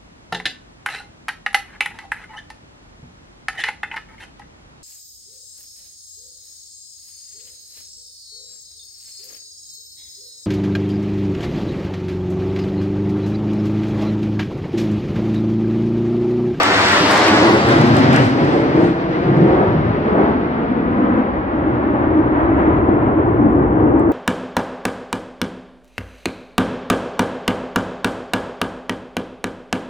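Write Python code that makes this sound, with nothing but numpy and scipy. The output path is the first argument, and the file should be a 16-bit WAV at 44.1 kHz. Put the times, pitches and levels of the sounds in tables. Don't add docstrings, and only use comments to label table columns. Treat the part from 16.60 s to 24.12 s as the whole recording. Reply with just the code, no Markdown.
import sys
import numpy as np
from scipy import signal
from scipy.io import wavfile
from scipy.ndimage import map_coordinates

SR = 44100
rng = np.random.default_rng(int(sys.argv[2]) if len(sys.argv) > 2 else 0)


def makeup_ratio(level_db):
    decades = np.asarray(level_db, float) / 20
    return 10 ** decades


def transcribe(signal):
    frames = np.atleast_2d(signal).T
    limited = np.clip(frames, -1, 1)
    pcm = np.round(limited * 32767).astype(np.int16)
    wavfile.write(sys.argv[1], SR, pcm)


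N = 331632
T = np.arange(N) / SR
FRAME = 2048
HZ = np.arange(FRAME // 2 + 1) * SR / FRAME + 1e-3
NEAREST_KM, SPEED_KM_S, NEAREST_S = 0.14, 0.2, 0.41
ASTERN_S, ASTERN_TAKES_S = 0.82, 0.094


def low(x, hz, order=1):
    return signal.sosfilt(signal.butter(order, min(hz, 0.45 * SR), fs=SR, output="sos"), x)


def high(x, hz, order=2):
    return signal.sosfilt(signal.butter(order, min(hz, 0.45 * SR), "high", fs=SR, output="sos"), x)


def ramp(t, s, takes_s):
    return 1 / (1 + np.exp(-(t - s) / takes_s))


def bump(x, centre, half):
    return np.exp(-0.5 * ((x - centre) / half) ** 2)


def delay(x, ms, order=3):
    return map_coordinates(x, [np.arange(N) - ms * SR / 1000], order=order, mode="mirror")


def colour(points):
    hz, db = np.transpose(points)
    return np.interp(np.log(HZ), np.log(hz), db)


def band_db(db, lo_hz, hi_hz):
    inside = (HZ >= lo_hz) & (HZ < hi_hz)
    return 10 * np.log10(np.sum(makeup_ratio(db[inside]) ** 2))


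def frame_times():
    hop = FRAME // 4
    return np.arange(-(-N // hop) + 1) * hop / SR


def shape(x, db):
    overlap = FRAME * 3 // 4
    frames = signal.stft(x, nperseg=FRAME, noverlap=overlap)[2]
    gain = makeup_ratio(db) * np.sqrt(len(HZ))
    return signal.istft(frames * gain, nperseg=FRAME, noverlap=overlap)[1][..., :N]


def eddies(rate_hz, octaves):
    s = frame_times()
    grid = rng.standard_normal((int(11 / octaves) + 3, int(s[-1] * rate_hz) + 3))
    rows, cols = np.meshgrid(np.log2(HZ / 16 + 1) / octaves, s * rate_hz, indexing="ij")
    return map_coordinates(grid, [rows, cols], order=1)


def spikes(events, gain_db):
    out = np.zeros((2, N))
    for s, db, pan_db in events:
        out[:, min(int(s * SR), N - 1)] += makeup_ratio(db + gain_db + np.array([pan_db, -pan_db]) / 2)
    return out


def distance_km(t):
    return np.hypot(NEAREST_KM, SPEED_KM_S * (t - NEAREST_S))


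def band_weights(absorb):
    centres_hz = [110, 310, 1000, 4200]
    weights = np.array([np.interp(np.log(HZ), np.log(centres_hz), row) for row in np.eye(4)]).T
    rush, hiss_end = centres_hz[2] ** absorb, centres_hz[3] ** absorb
    law = (np.maximum(HZ, centres_hz[2]) ** absorb - rush) / (hiss_end - rush)
    law = np.where(law > 1, law ** 1.45, law)
    weights[:, 3] = law
    weights[:, 2] = np.where(HZ > centres_hz[2], 1 - law, weights[:, 2])
    return weights


# pitch_hz, level_db (per Hz)
EXHAUST = [(15, -78), (25, -45.5), (43, -20), (56, -7), (119, -2), (169, -2), (246, -4), (323, -1),
           (411, -7), (524, -9.5), (2010, -17), (2490, -22.5), (4630, -31), (7940, -43), (15600, -66.5)]
# time_s, level_db
LOUDNESS = [(0, 0), (.3, 2), (.6, 2.5), (.85, 11), (1.1, 16.5), (1.6, 13.5), (2, 8.5), (2.4, 5), (3.2, 8.5),
            (4, 4), (4.9, 4), (5.3, 5.5), (5.6, 6.5), (6.05, 8.5), (6.4, 7.5), (6.9, 6.5), (7.2, 7),
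            (7.52, 6.5)]
# low_hz, high_hz
ROAR_BANDS = [(60, 160), (200, 500), (700, 1800), (3500, 6500)]
# approach_db, astern_change_db, per_doubling_db, air_loss_db_per_km
BAND_LAWS = [(-35.5, -8.5, 5, 2), (-24, -1, -0.5, 0.5), (-19.5, -19.5, 3, 2), (-27, -23, 3.5, 28)]
# time_s, half_length_s, gain_db, centre_hz, half_width_octaves
SWELLS = [(0.043, 0.04, -7.5, 158, 0.22), (0.439, 0.03, 9, 101, 0.83), (0.67, 0.041, -1, 147, 0.45),
          (1.03, 0.05, -6, 265, 0.79), (1.31, 0.22, -6.5, 399, 0.28), (1.424, 0.66, 5, 5900, 0.48),
          (1.564, 0.34, 8.5, 128.7, 0.22), (1.734, 0.042, -4.5, 510, 2.6), (2.212, 0.07, 8, 250, 1.9),
          (2.358, 0.12, -0.7, 280, 3.6), (2.773, 0.073, 13.5, 146, 0.35), (2.839, 0.078, 8, 384, 0.67),
          (3.008, 0.072, 8, 760, 0.87), (3.039, 0.36, 4.5, 61.5, 0.3), (3.22, 0.15, 11.5, 109.5, 0.35),
          (3.298, 0.23, -3.5, 1216, 3.2), (3.607, 0.093, 8, 490, 1.43), (3.669, 0.21, -7.5, 120, 0.21),
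          (4.467, 0.12, 2.5, 1024, 1.1), (4.517, 0.25, 10.5, 217, 0.26), (4.79, 0.12, -7, 200, 0.5),
          (5.28, 0.055, -9.5, 111, 0.49), (6.86, 0.046, 15, 232, 0.27), (6.892, 0.41, 1.5, 135.7, 0.36)]
# time_s, half_length_s, gain_db, centre_hz
SURGES = [(.05, 0.017, 0.5, 2500), (.68, 0.052, -0.5, 2500), (.1, 0.086, 1, 750), (.44, 0.026, -4.5, 1500),
          (.55, 0.073, 5, 600), (.81, 0.017, -2, 1500), (.9, .04, 2, 904), (1.0, 0.027, -1, 1500),
          (1.37, 0.016, 4, 1100), (2.7, 0.64, 0, 7040), (1.56, 0.028, 6, 2200), (1.85, .04, 4.5, 152),
          (1.96, .05, 4.5, 514), (2.26, 0.036, 2, 4000), (.3, 0.25, 2, 5070), (3.9, 0.12, -1, 280),
          (.2, .2, -2, 320), (5.08, .05, 2.5, 130), (5.55, 0.029, 3.5, 320), (5.8, .07, -3, 300),
          (5.8, 0.069, 2, 1100), (5.92, .06, 3, 60), (6.02, .06, 3, 1990), (6.12, .07, 0, 350),
          (6.31, 0.052, 3, 408), (4.75, 0.95, 1.5, 1395), (7.02, .04, 3.5, 320), (7.29, 0.051, 6.5, 320),
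          (7.46, .04, -6, 106), (7.48, 0.049, 7, 320)]
SURGE_OCTAVES = 0.7
DEEP_DB, DEEP_ASTERN_DB, DEEP_PER_DOUBLING_DB = -4, 3, 2.5


def jet_spectrum():
    near, t = colour(EXHAUST), frame_times()
    km, astern = distance_km(t), ramp(t, ASTERN_S, ASTERN_TAKES_S)
    doublings = np.log2(km / NEAREST_KM)
    loud_db = np.interp(t, *np.transpose(LOUDNESS))
    bend = []
    for (db, aft_db, far_db, air_db), band in zip(BAND_LAWS, ROAR_BANDS):
        level_db = loud_db + db + aft_db * astern + far_db * doublings - air_db * km
        bend.append(level_db - band_db(near, *band))
    deep_db = DEEP_DB + DEEP_ASTERN_DB * astern + DEEP_PER_DOUBLING_DB * doublings
    deep = np.outer(np.clip(np.log2(90 / HZ), 0, 1.5), deep_db)
    events = list(SWELLS) + [(*row, SURGE_OCTAVES) for row in SURGES]
    s, half_s, db, hz, octaves = np.transpose(events)
    swells = db * bump(np.log2(HZ[:, None] / hz), 0, octaves) @ bump(t[:, None], s, half_s).T
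    bass = 1 / (1 + (HZ[:, None] / 500) ** 2)
    mottle = 1.2 * bass * eddies(4.0, octaves=0.5) + 1.1 * (1 - bass) * eddies(25.0, octaves=3.0)
    return near[:, None] + band_weights(absorb=0.39) @ np.array(bend) + deep + swells + mottle


# centre_hz, width_hz, gain_db
VALLEY = [(115, 32, 3), (165, 55, -5.5), (305, 55, 4)]
VALLEY_OPEN, VALLEY_HIDDEN, HIDDEN_S, HIDDEN_TAKES_S = 0.18, 1.58, 4.85, 0.2
GROUND_MS, GROUND_SHARE = 10.6, 0.72
OVERHEAD_S, SINKS_S = -0.17, 1.816
LAG_BEFORE_MS, LAG_AFTER_MS, TURN_S, TURN_TAKES_S = 0.16, -0.34, 0.72, 0.19
PAN_BEFORE_DB, PAN_AFTER_DB, PAN_DB_PER_S, WASH_DB = 0.5, 0.6, 0.06, -2.5


def add_ground(x, echo, echo_ms):
    return (x + echo * low(delay(x, echo_ms, order=1), hz=2500)) / np.sqrt(1 + echo ** 2)


def jet():
    height = 1 / np.hypot(1, (T - OVERHEAD_S) / SINKS_S)
    echo_ms, echo = GROUND_MS * height, np.clip(GROUND_SHARE * height, 0, 1)
    turned = ramp(T, TURN_S, TURN_TAKES_S)
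    lag_ms = LAG_BEFORE_MS + (LAG_AFTER_MS - LAG_BEFORE_MS) * turned
    pan_db = PAN_BEFORE_DB + (PAN_AFTER_DB - PAN_BEFORE_DB) * turned + PAN_DB_PER_S * T
    hidden = VALLEY_OPEN + (VALLEY_HIDDEN - VALLEY_OPEN) * ramp(frame_times(), HIDDEN_S, HIDDEN_TAKES_S)
    valley = sum(db / (1 + (2 * (HZ - hz) / width) ** 2) for hz, width, db in VALLEY)
    spectrum = jet_spectrum() + np.outer(valley, hidden)
    ray, mid, side = shape(rng.standard_normal((3, N)), spectrum)
    ray = add_ground(ray, echo, echo_ms)
    mid = add_ground(mid, 0.7 * echo, echo_ms)
    ports = np.array([delay(ray, lag_ms / 2), delay(ray, -lag_ms / 2)])
    side = high(side, hz=650) + 0.16 * side + 0.4 * low(side, hz=35)
    wash = (mid + side * np.array([[1], [-1]])) * makeup_ratio(WASH_DB)
    both = (ports + wash) / np.sqrt(1 + makeup_ratio(WASH_DB) ** 2)
    treble = both - low(both, hz=3000)
    shade_db = np.array([pan_db, -pan_db]) / 2
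    return both * makeup_ratio(shade_db) + treble * (makeup_ratio(2.5 * shade_db) - 1)


# time_s, peak_db, left_minus_right_db
SHOCKS = [(0.0318, -26.5, -0.5), (0.0328, -21, -2.5), (0.0598, -33.5, 3.5), (0.3202, -30.5, 8),
          (0.5127, -23, 0.5), (0.5766, -24.5, -7.5), (0.6818, -27, -2.5), (1.0879, -35, -13.5),
          (1.2136, -31, 0), (1.3673, -26, 3.5), (1.3927, -36.5, -8), (1.5309, -33.5, 10.5),
          (1.5309, -41, 18), (1.5436, -33.5, -8), (1.562, -22.5, 6.5), (1.7878, -51, 0), (1.8485, -40, -9),
          (2.203, -57, 3), (2.2428, -46.5, 6.5), (2.7717, -51.5, -8), (3.681, -63, 7)]
# time_s, half_length_s, gain_db
BURSTS = [(0.058, 0.023, 9.5), (0.193, 0.041, 8.5), (0.343, .03, 4.5), (0.518, 0.033, 14.5),
          (.585, 0.029, 7.5), (0.685, 0.0081, 11.5), (.79, .02, 4.5), (0.915, 0.052, 10), (1.116, 0.049, 9),
          (1.21, 0.039, 5.5), (1.28, .02, 7), (1.387, 0.046, 13.5), (1.555, 0.038, 15),
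          (1.653, 0.047, 16.5), (1.86, 0.065, 8.5), (1.99, .06, 12.5), (2.255, 0.066, 20),
          (2.802, 0.093, 15), (3.02, .1, 15)]
TEAR_DB, TEAR_ASTERN_DB, TEAR_DB_PER_KM = -53.5, 1, 104.5


def crackle():
    tear_db = TEAR_DB + TEAR_ASTERN_DB * ramp(T, ASTERN_S, ASTERN_TAKES_S)
    tear_db = tear_db - TEAR_DB_PER_KM * (distance_km(T) - NEAREST_KM)
    tear_db = tear_db + sum(gain_db * bump(T, s, half_s) for s, half_s, gain_db in BURSTS)
    struck = rng.random((2, N)) < 5000 / SR
    sign = np.sign(rng.standard_normal((2, N)))
    small = struck * sign * makeup_ratio(2.0 * rng.exponential(size=(2, N)))
    small = small / small.std() * makeup_ratio(tear_db + 11.0)
    big = spikes(SHOCKS, gain_db=12.5)
    decay = np.exp(-np.arange(400) / 60.0)[None]
    tail = 0.5 * rng.standard_normal((2, N)) * signal.fftconvolve(big, decay, axes=1)[:, :N]
    return high(2 * low(small + big + tail, hz=7500, order=2), hz=4470)


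# pitch_hz, level_db (per Hz)
HISS = [(4000, -5), (7000, -4), (8900, -3), (9600, 0), (13000, 0), (15600, 1)]
# time_s, level_db
HISS_DB = [(2.3, -82.5), (2.9, -86), (3.3, -95), (4.2, -99), (5.2, -93.5), (7.52, -92.5)]
# time_s, half_length_s, gain_db
RUSTLES = [
    (6.27, 0.023, 4),
    (7.156, .03, 2.5),
    (7.427, 0.044, 9.5),
]


def hiss():
    t, tone = frame_times(), colour(HISS)
    tone = tone - band_db(tone, 9000, 15000)
    level_db = np.interp(t, *np.transpose(HISS_DB)) + 10.0
    rustle_db = sum(gain_db * bump(t, s, half_s) for s, half_s, gain_db in RUSTLES)
    return shape(rng.standard_normal((2, N)), tone[:, None] + level_db + rustle_db)


# time_s, peak_db, left_minus_right_db
TICKS = [
    (4.3178, -71.5, 8),
    (6.2619, -72.5, -6),
    (7.1466, -66, 4),
    (7.396, -51, 17),
    (7.4046, -63, 5.5),
]


def ticks():
    t = np.arange(900) / SR
    ring = np.sin(2 * np.pi * 7700 * t) * np.exp(-t / 0.0014)
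    rasp = 0.39 * rng.standard_normal(len(t)) * np.exp(-t / 0.0025)
    rasp = rasp - low(rasp, hz=4000, order=2)
    return signal.fftconvolve(spikes(TICKS, gain_db=5.0), (ring + rasp)[None], axes=1)[:, :N]


# start_s, length_s, first_hz, last_hz, level_db
BIRD = [
    (4.75, .06, 7500, 7300, -89),
    (5.35, .12, 6850, 6650, -77.5),
    (5.62, .11, 6850, 6400, -86),
    (5.743, 0.1, 7100, 6730, -78),
    (5.93, .13, 7200, 6400, -74.5),
    (6.13, .14, 7100, 6550, -78),
    (6.459, .06, 7650, 7450, -78),
    (6.9, .07, 8100, 7800, -77.5),
    (6.968, .06, 8040, 7930, -83),
    (7.138, .08, 7500, 7300, -82),
]


def bird():
    out = np.zeros(N)
    for start_s, length_s, first_hz, last_hz, level_db in BIRD:
        u = np.clip((T - start_s) / length_s, 0, 1)
        pitch_hz = first_hz + (last_hz - first_hz) * u ** 1.6
        swell = np.sin(np.pi * u ** 0.6)
        out += makeup_ratio(level_db) * swell * np.sin(2 * np.pi * np.cumsum(pitch_hz) / SR)
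    out *= 1.2 + 5.0 * low(rng.standard_normal(N), hz=250)
    tail = rng.standard_normal(4000) * np.exp(-np.arange(4000) / 1200.0)
    trees = 0.025 * signal.fftconvolve(out, tail)[:N]
    return (out + trees) * makeup_ratio(np.array([[3.0], [-3.0]]))


def scene():
    return makeup_ratio(0.47) * jet() + crackle() + hiss() + ticks() + bird()


def top_cut(x):
    return signal.sosfilt(signal.butter(12, 15740, fs=SR, output="sos"), x)


# pitch_hz, gain_db
MIC = [(5000, 1), (6500, -2), (8300, 0), (8900, -2.5), (9400, -5.5), (12000, -2), (15500, -4.5)]
# pitch_hz, threshold_spreads
STARVED = [(4500, 3.2), (5800, 1.5), (6500, 1.1), (8500, 1.3), (9200, 0.6), (13500, 0.5), (15500, 0.0)]


def record(dry):
    rare = eddies(32.0, octaves=0.035) * 1.4 > colour(STARVED)[:, None]
    dropped = rare & (HZ[:, None] > 4500)
    heard = shape(dry, colour(MIC)[:, None] - 22.0 * dropped - 10 * np.log10(len(HZ)))
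    held = heard / (1 + np.abs(heard) ** 8) ** (1 / 8)
    return top_cut(held)


dry = scene()
out = record(dry)
transcribe(out)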